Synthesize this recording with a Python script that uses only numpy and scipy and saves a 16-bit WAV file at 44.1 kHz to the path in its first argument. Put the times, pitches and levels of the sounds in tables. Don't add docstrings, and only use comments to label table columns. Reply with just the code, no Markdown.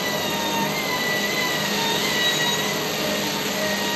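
import sys
import numpy as np
from scipy import signal
from scipy.fft import rfft, irfft
from scipy.io import wavfile
from scipy.ndimage import uniform_filter1d

SR = 44100
rng = np.random.default_rng(int(sys.argv[2]) if len(sys.argv) > 2 else 0)


def how_loud(loudness_db):
    steps = np.asarray(loudness_db, float) / 20
    return 10 ** steps


def master(y):
    cut = np.clip(np.atleast_2d(y).T, -1, 1)
    pcm = np.round(cut * 32767)
    wavfile.write(sys.argv[1], SR, pcm.astype(np.int16))


N = 174195


def rms_one(x):
    return x / np.sqrt(np.mean(x ** 2) + 1e-20)


def drift(rate_hz):
    hop = 40
    pole = np.exp(-2 * np.pi * rate_hz * hop / SR)
    white = rng.standard_normal(N // hop + 2002)
    slow = signal.lfilter([1], [1, -2 * pole, pole * pole], white)[2000:]
    return np.interp(np.arange(N) / hop, np.arange(len(slow)), rms_one(slow))


def bump(t, mid_s, length_s):
    return np.exp(-(2 * (t - mid_s) / length_s) ** 2)


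def band(x, low_hz, high_hz):
    hz = np.fft.rfftfreq(N, 1 / SR)
    beyond = np.maximum(np.maximum(low_hz - hz, hz - high_hz), 0)
    skirt_hz = 60
    return irfft(rfft(x) * how_loud(-20 * np.minimum(beyond / skirt_hz, 10) ** 1.5), N)


def banded(white, spectrum, patchy_db, rate_hz):
    out, together = 0, drift(0.34)
    spectrum_hz, spectrum_db = np.transpose(spectrum)
    edges = 20 * 2 ** np.arange(0, 9.6, .5)
    for k, (low, high) in enumerate(zip(edges, edges[1:])):
        mid = np.sqrt(low * high)
        level = np.interp(np.log(mid), np.log(spectrum_hz), spectrum_db, left=-60, right=-60)
        sos = signal.butter(2, [low, high], "band", fs=SR, output="sos")
        part = signal.sosfilt(sos, white[k % 2])
        out = out + part * how_loud(level + patchy_db * (1.96 * together + drift(rate_hz)))
    return rms_one(out)


def cells(x, share, size):
    z = signal.stft(x, nperseg=1024)[2]
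    keep = rng.random((len(z) // size + 1, z.shape[1] // 3 + 1)) < share
    keep = np.repeat(np.repeat(keep, size, axis=0), 3, axis=1)
    keep = keep[:len(z), :z.shape[1]]
    return signal.istft(z * keep, nperseg=1024)[1][:N]


# start_s, pitch_hz
SQUEAL_PITCH = [(0, 993), (.4, 925), (.625, 918), (.76, 1062), (.93, 993), (1.25, 975), (1.33, 1024),
                (1.8, 916), (1.92, 919), (2.05, 1046), (2.14, 974), (2.575, 950), (2.67, 1016), (2.89, 919),
                (3.08, 936), (3.45, 912), (3.54, 1004), (3.7, 942)]
# mid_s, length_s, bend_hz
FABRIC_TUGS = [(.13, .12, 12), (.28, .16, -14), (.65, .06, -14), (.81, .06, 9), (1.295, .05, 12),
               (1.66, .2, -8), (1.99, .1, -24), (2.63, .05, 20), (2.675, .04, -9), (2.72, .06, 9),
               (3.19, .12, 9), (3.29, .14, -11), (3.63, .1, -22)]
# start_s, level_db, brightness_db_per_octave, fundamental_db
ROLLER_PRESSURE = [(.05, -34.5, 1.5, 1), (.22, -38.5, 5.5, 1), (.5, -37.5, -3.5, 7), (.75, -30, 6, -4),
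                   (.95, -29.5, -6.5, 3.5), (1.12, -30.5, -9, -14), (1.47, -28, -2.5, -1),
                   (1.7, -32.5, -4, -11), (1.85, -39, 6.5, 4.5), (2.05, -26, 6.5, 1), (2.15, -30, -2, -9),
                   (2.33, -27, -2, -7.5), (2.52, -35.5, 4, 2.5), (2.7, -31.5, -9.5, -2.5),
                   (2.9, -42, -2, 0), (3.15, -40, -2.5, -0.5), (3.6, -37, -5.5, -5), (3.95, -34, -8, 0.5)]
PARTIAL_LEVELS = [-10.5, 0, -5.5, 0.5, -50, -9.5, -16.5]
# pitch_hz, width_hz, lift_db
FRAME_RESONANCES = [(915, 24.3, 16), (948.7, 14, 9.5), (997, 12, 9.5), (3150, 140, -3), (4340, 230, -2.5),
                    (2110, 31, 1), (2845, 110, 3), (2917, 29, -9.5), (2918, 16, 12.5), (3610, 33, 0),
                    (3810, 68, 3.5), (6040, 94, 6.5), (6450, 150, 6.5), (6678, 104, 14)]
# mid_s, length_s, change_db
GRIP_CATCHES = [
    [(.14, .1, 6), (.5, 0.068, -7), (.6, 0.15, -1.5), (.95, 0.11, -4), (1.07, .08, -6), (1.66, .14, 5),
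     (1.82, .07, 4), (2.0, 0.092, -9), (2.46, .12, 4.5), (2.92, .1, -14), (3.35, .08, 3), (3.44, 0.071, -5),
     (3.92, 0.11, 5)],
    [(0, 0.065, -11), (.065, 0.039, 8), (.44, 0.059, 0), (.52, 0.065, -10), (1.1, 0.092, 4.5),
     (1.24, 0.094, -2), (1.63, 0.14, -2.5), (1.81, .05, -6), (2.32, 0.2, 3), (2.72, 0.14, 0.5),
     (3.17, .08, 3), (3.36, 0.15, -6), (3.62, 0.13, 6)],
    [(.26, 0.16, 5.5), (.44, 0.11, -14), (.58, .12, 6.5), (.76, .2, -7), (1.52, 0.063, -2), (1.8, .06, 7),
     (2.0, .15, 0), (2.44, 0.14, -3.5), (2.64, 0.11, -10), (3.0, 0.17, 7), (3.16, .06, 10),
     (3.86, .15, 1.5)],
    [(.1, 0.33, -5.5), (.47, 0.064, 8), (.77, 0.18, -11), (1.1, 0.087, 2), (1.6, 0.27, -4),
     (1.86, 0.043, 4.5), (2.04, 0.064, -7.5), (2.28, .06, 6), (2.42, 0.078, -6), (2.5, 0.041, 5.5),
     (3.9, .08, 1)],
    [],
    [(.8, .15, -7), (2.05, .1, -7), (2.3, .2, -12), (2.7, .15, 9)],
    [(.5, .4, 6.5), (1.25, .08, 14), (2.26, .1, -20), (2.35, 0.054, 9), (2.48, 0.049, -19),
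     (2.55, .06, 8.5), (3.05, 0.27, 4), (3.7, .08, 8), (3.93, 0.061, 10)],
]


def squeal():
    t = np.arange(N) / SR
    hz = uniform_filter1d(np.interp(t, *np.transpose(SQUEAL_PITCH)), size=900)
    for mid_s, length_s, bend_hz in FABRIC_TUGS:
        hz = hz + bend_hz * bump(t, mid_s, length_s)
    start_s, *columns = np.transpose(ROLLER_PRESSURE)
    pressure_db, tilt, fundamental_db = [np.interp(t, start_s, c) for c in columns]
    glide = np.abs(np.gradient(hz)) * SR / 1000
    wobble_hz, glide_rough_hz = 1.5, 5
    hz = hz + (wobble_hz + glide_rough_hz * uniform_filter1d(glide, size=6000)) * drift(20)
    phase = 2 * np.pi * np.cumsum(hz) / SR
    glide_loss_db, flutter_db, flutter_hz = 4.5, 1.2, 24

    out = 0
    for k, partial_db in enumerate(PARTIAL_LEVELS, 1):
        level = pressure_db + partial_db + tilt * np.log2(np.clip(k / 2, 1, 2))
        for at_hz, width_hz, lift_db in FRAME_RESONANCES:
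            level += lift_db / (1 + (2 * (k * hz - at_hz) / width_hz) ** 2)
        level -= glide_loss_db * (k - 1) * glide
        level += fundamental_db * (k == 1)
        level += flutter_db * (.5 + abs(k - 2) ** .5) * drift(flutter_hz)
        for mid_s, length_s, change_db in GRIP_CATCHES[k - 1]:
            level += change_db * bump(t, mid_s, length_s)
        out = out + np.sqrt(2) * how_loud(level) * np.sin(k * phase + 6.7 * rng.random())
    return out


# start_s, pitch_hz, level_db
MOTOR_LOAD = [(0, 203, -46), (.2, 203, -33), (.4, 202, -39.5), (.62, 203, -32.5), (.9, 204, -52),
              (1.08, 205, -39), (1.25, 204, -36), (1.5, 202, -40), (1.75, 202, -36), (2.1, 202, -34),
              (2.3, 201, -42), (2.5, 201, -37.5), (2.95, 203, -42), (3.25, 203, -31.5), (3.45, 202, -38),
              (3.7, 201, -34), (3.95, 201, -41.5)]
# start_s, pitch_hz, level_db
GEAR_MESH = [(0.0, 622, -37), (0.08, 614.3, -35), (1.04, 616.4, -42), (1.15, 612.3, -32.5),
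             (1.35, 616.4, -43), (1.72, 618, -36.5), (1.73, 612.7, -47), (2.14, 611, -39),
             (2.88, 620.5, -41.5), (2.99, 625.9, -42.5), (3.05, 610, -31), (3.31, 618, -40),
             (3.49, 611, -45), (3.62, 627.5, -26), (3.83, 600, -43), (3.95, 619, -38)]
# start_s, pitch_hz, level_db
TAKE_UP_GEAR = [(0, 305, -56), (.35, 305, -46), (.48, 305, -33.5), (.62, 305, -45), (1.7, 303, -47),
                (1.85, 305, -38), (2.2, 308, -51), (2.38, 320, -34.5), (2.5, 320, -52), (2.85, 300, -43),
                (3.0, 302, -38.5), (3.35, 298, -40), (3.5, 300, -49), (3.95, 303, -48)]


def drive(rows):
    start_s, pitch_hz, level_db = np.transpose(rows)
    t = np.arange(N) / SR
    hz = np.interp(t, start_s, pitch_hz) + 1.46 * drift(6.13)
    level = np.interp(t, start_s, level_db) + 2.6 * drift(12)
    return np.sqrt(2) * how_loud(level) * np.sin(2 * np.pi * np.cumsum(hz) / SR)


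# pitch_hz, level_db, width_hz
HUM_LINES = [(80.7, -55, 3), (155, -42, 5), (2012, -47, 5), (404, -45, 4), (428, -38, .7), (476, -47, 5),
             (503, -48, 5), (554, -47, 3), (1076, -48, 3), (1098, -51, 3), (1207, -45, 3), (1610, -51, 3),
             (2420, -51, 4)]


def hum():
    t, out = np.arange(N) / SR, 0
    for hz, level_db, width_hz in HUM_LINES:
        wander = 1.07 + 0.3 * width_hz ** .5 * (drift(width_hz) + 1j * drift(width_hz))
        line = np.real(wander * np.exp(2j * np.pi * hz * t))
        out = out + how_loud(level_db) * rms_one(line)
    return out


# pitch_hz, density_db_per_hz
NEEDLE_SPECTRUM = [(1000, -6), (1500, -3.5), (2400, 0), (3300, -1), (4200, 0), (5200, 0.5), (7000, -8),
                   (11000, -15)]


def needles():
    hits_per_s, spread_db = 9000, 0.55
    cam_hz, cam_depth = 31, 0.02
    sizes = how_loud(spread_db * np.minimum(rng.exponential(1, (2, N)), 5))
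    sizes = sizes * rng.standard_normal((2, N))
    hits = sizes * (rng.random((2, N)) < hits_per_s / SR)
    throb = 1 + cam_depth * np.sin(2 * np.pi * cam_hz * np.arange(N) / SR)
    return how_loud(-28) * throb * banded(hits, NEEDLE_SPECTRUM, patchy_db=0.74, rate_hz=5.6)


# pitch_hz, density_db_per_hz
ROAR_SPECTRUM = [(15, -60), (25, -32), (199, -0.5), (356, 0), (422, -5), (510, -4), (615, 2.5), (867, -7),
                 (1500, -18.5), (1950, -56), (3300, -120)]


def roar():
    white = rng.standard_normal((2, N))
    return how_loud(-30.5) * banded(white, ROAR_SPECTRUM, patchy_db=-0.45, rate_hz=11)


def hall(x):
    t60_s, gap_s = 1.2, .012
    t = np.arange(SR) / SR
    tail = rng.standard_normal(SR) * how_loud(-60 * t / t60_s) * (t > gap_s)
    return signal.fftconvolve(x, tail / np.sqrt(np.sum(tail ** 2)))[:N]


def scene():
    tone = squeal()
    machine = drive(MOTOR_LOAD) + drive(GEAR_MESH) + drive(TAKE_UP_GEAR) + hum()
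    return (tone + how_loud(-5) * hall(tone) + machine + needles() + roar())[None]


# start_s, length_s, level_db
FAINT_BURSTS = [(0.004, 0.074, -70), (0.104, 0.077, -60), (0.212, 0.035, -59), (0.303, 0.22, -54),
                (0.581, 0.028, -68), (0.724, 0.075, -57), (0.83, 0.036, -58), (0.982, 0.041, -64),
                (1.068, 0.038, -63), (1.129, 0.068, -64), (1.493, 0.047, -49), (1.576, 0.5, -59),
                (2.091, 0.041, -63), (2.218, 0.065, -59), (2.389, 0.059, -60), (2.474, 0.072, -55),
                (2.624, 0.22, -60), (2.836, 0.03, -58), (2.901, 0.052, -56), (2.984, 0.029, -60),
                (3.073, 0.26, -60), (3.368, 0.12, -66), (3.54, 0.051, -63), (3.606, 0.051, -61),
                (3.692, 0.15, -59), (3.86, 0.038, -58)]


def strips():
    t, gate = np.arange(N) / SR, np.zeros(N)
    low_hz, high_hz = 9720, 10470
    faint_db, swing, fade_s = -59.5, .3, 0.011
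    for start_s, length_s, level_db in FAINT_BURSTS:
        level = faint_db + swing * np.clip(level_db - faint_db, -9, 3)
        to_edge = np.minimum(t - start_s, start_s + length_s - t)
        gate += how_loud(level) * np.clip(to_edge / fade_s + .5, 0, 1)
    white = rng.standard_normal((3, N))
    faint = cells(gate * rms_one(band(white[0], low_hz, high_hz)), 1 - .24, size=12)
    blips = cells(rms_one(band(white[2], 9000, low_hz)), .015, size=2)
    faint = band(faint + how_loud(-4) * gate.max() * blips, 8980, high_hz + 40)
    return faint + how_loud(-40.5) * rms_one(band(white[1], 11626, 12030))


def low_pass(x):
    return signal.sosfilt(signal.butter(12, 12420, fs=SR, output="sos"), x)


TREBLE_EDGES = [4770, 5860, 6890, 7680, 8520]
TREBLE_LEVELS = [-5.5, -0.5, -1, 0]
TREBLE_HOLES = [.07, .02, .06, .24]


def record(dry):
    spectrum = rfft(dry[0])
    step = np.searchsorted(TREBLE_EDGES[:-1], np.fft.rfftfreq(N, 1 / SR))
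    x = irfft(spectrum * (step == 0), N)
    for k, (level_db, holes) in enumerate(zip(TREBLE_LEVELS, TREBLE_HOLES), 1):
        part = irfft(spectrum * (step == k), N)
        x = x + how_loud(level_db) * cells(part, 1 - holes, size=3)
    mix = (band(x, 20, 8500) + strips())[None]
    return low_pass(mix)


dry = scene()
out = record(dry)
master(out)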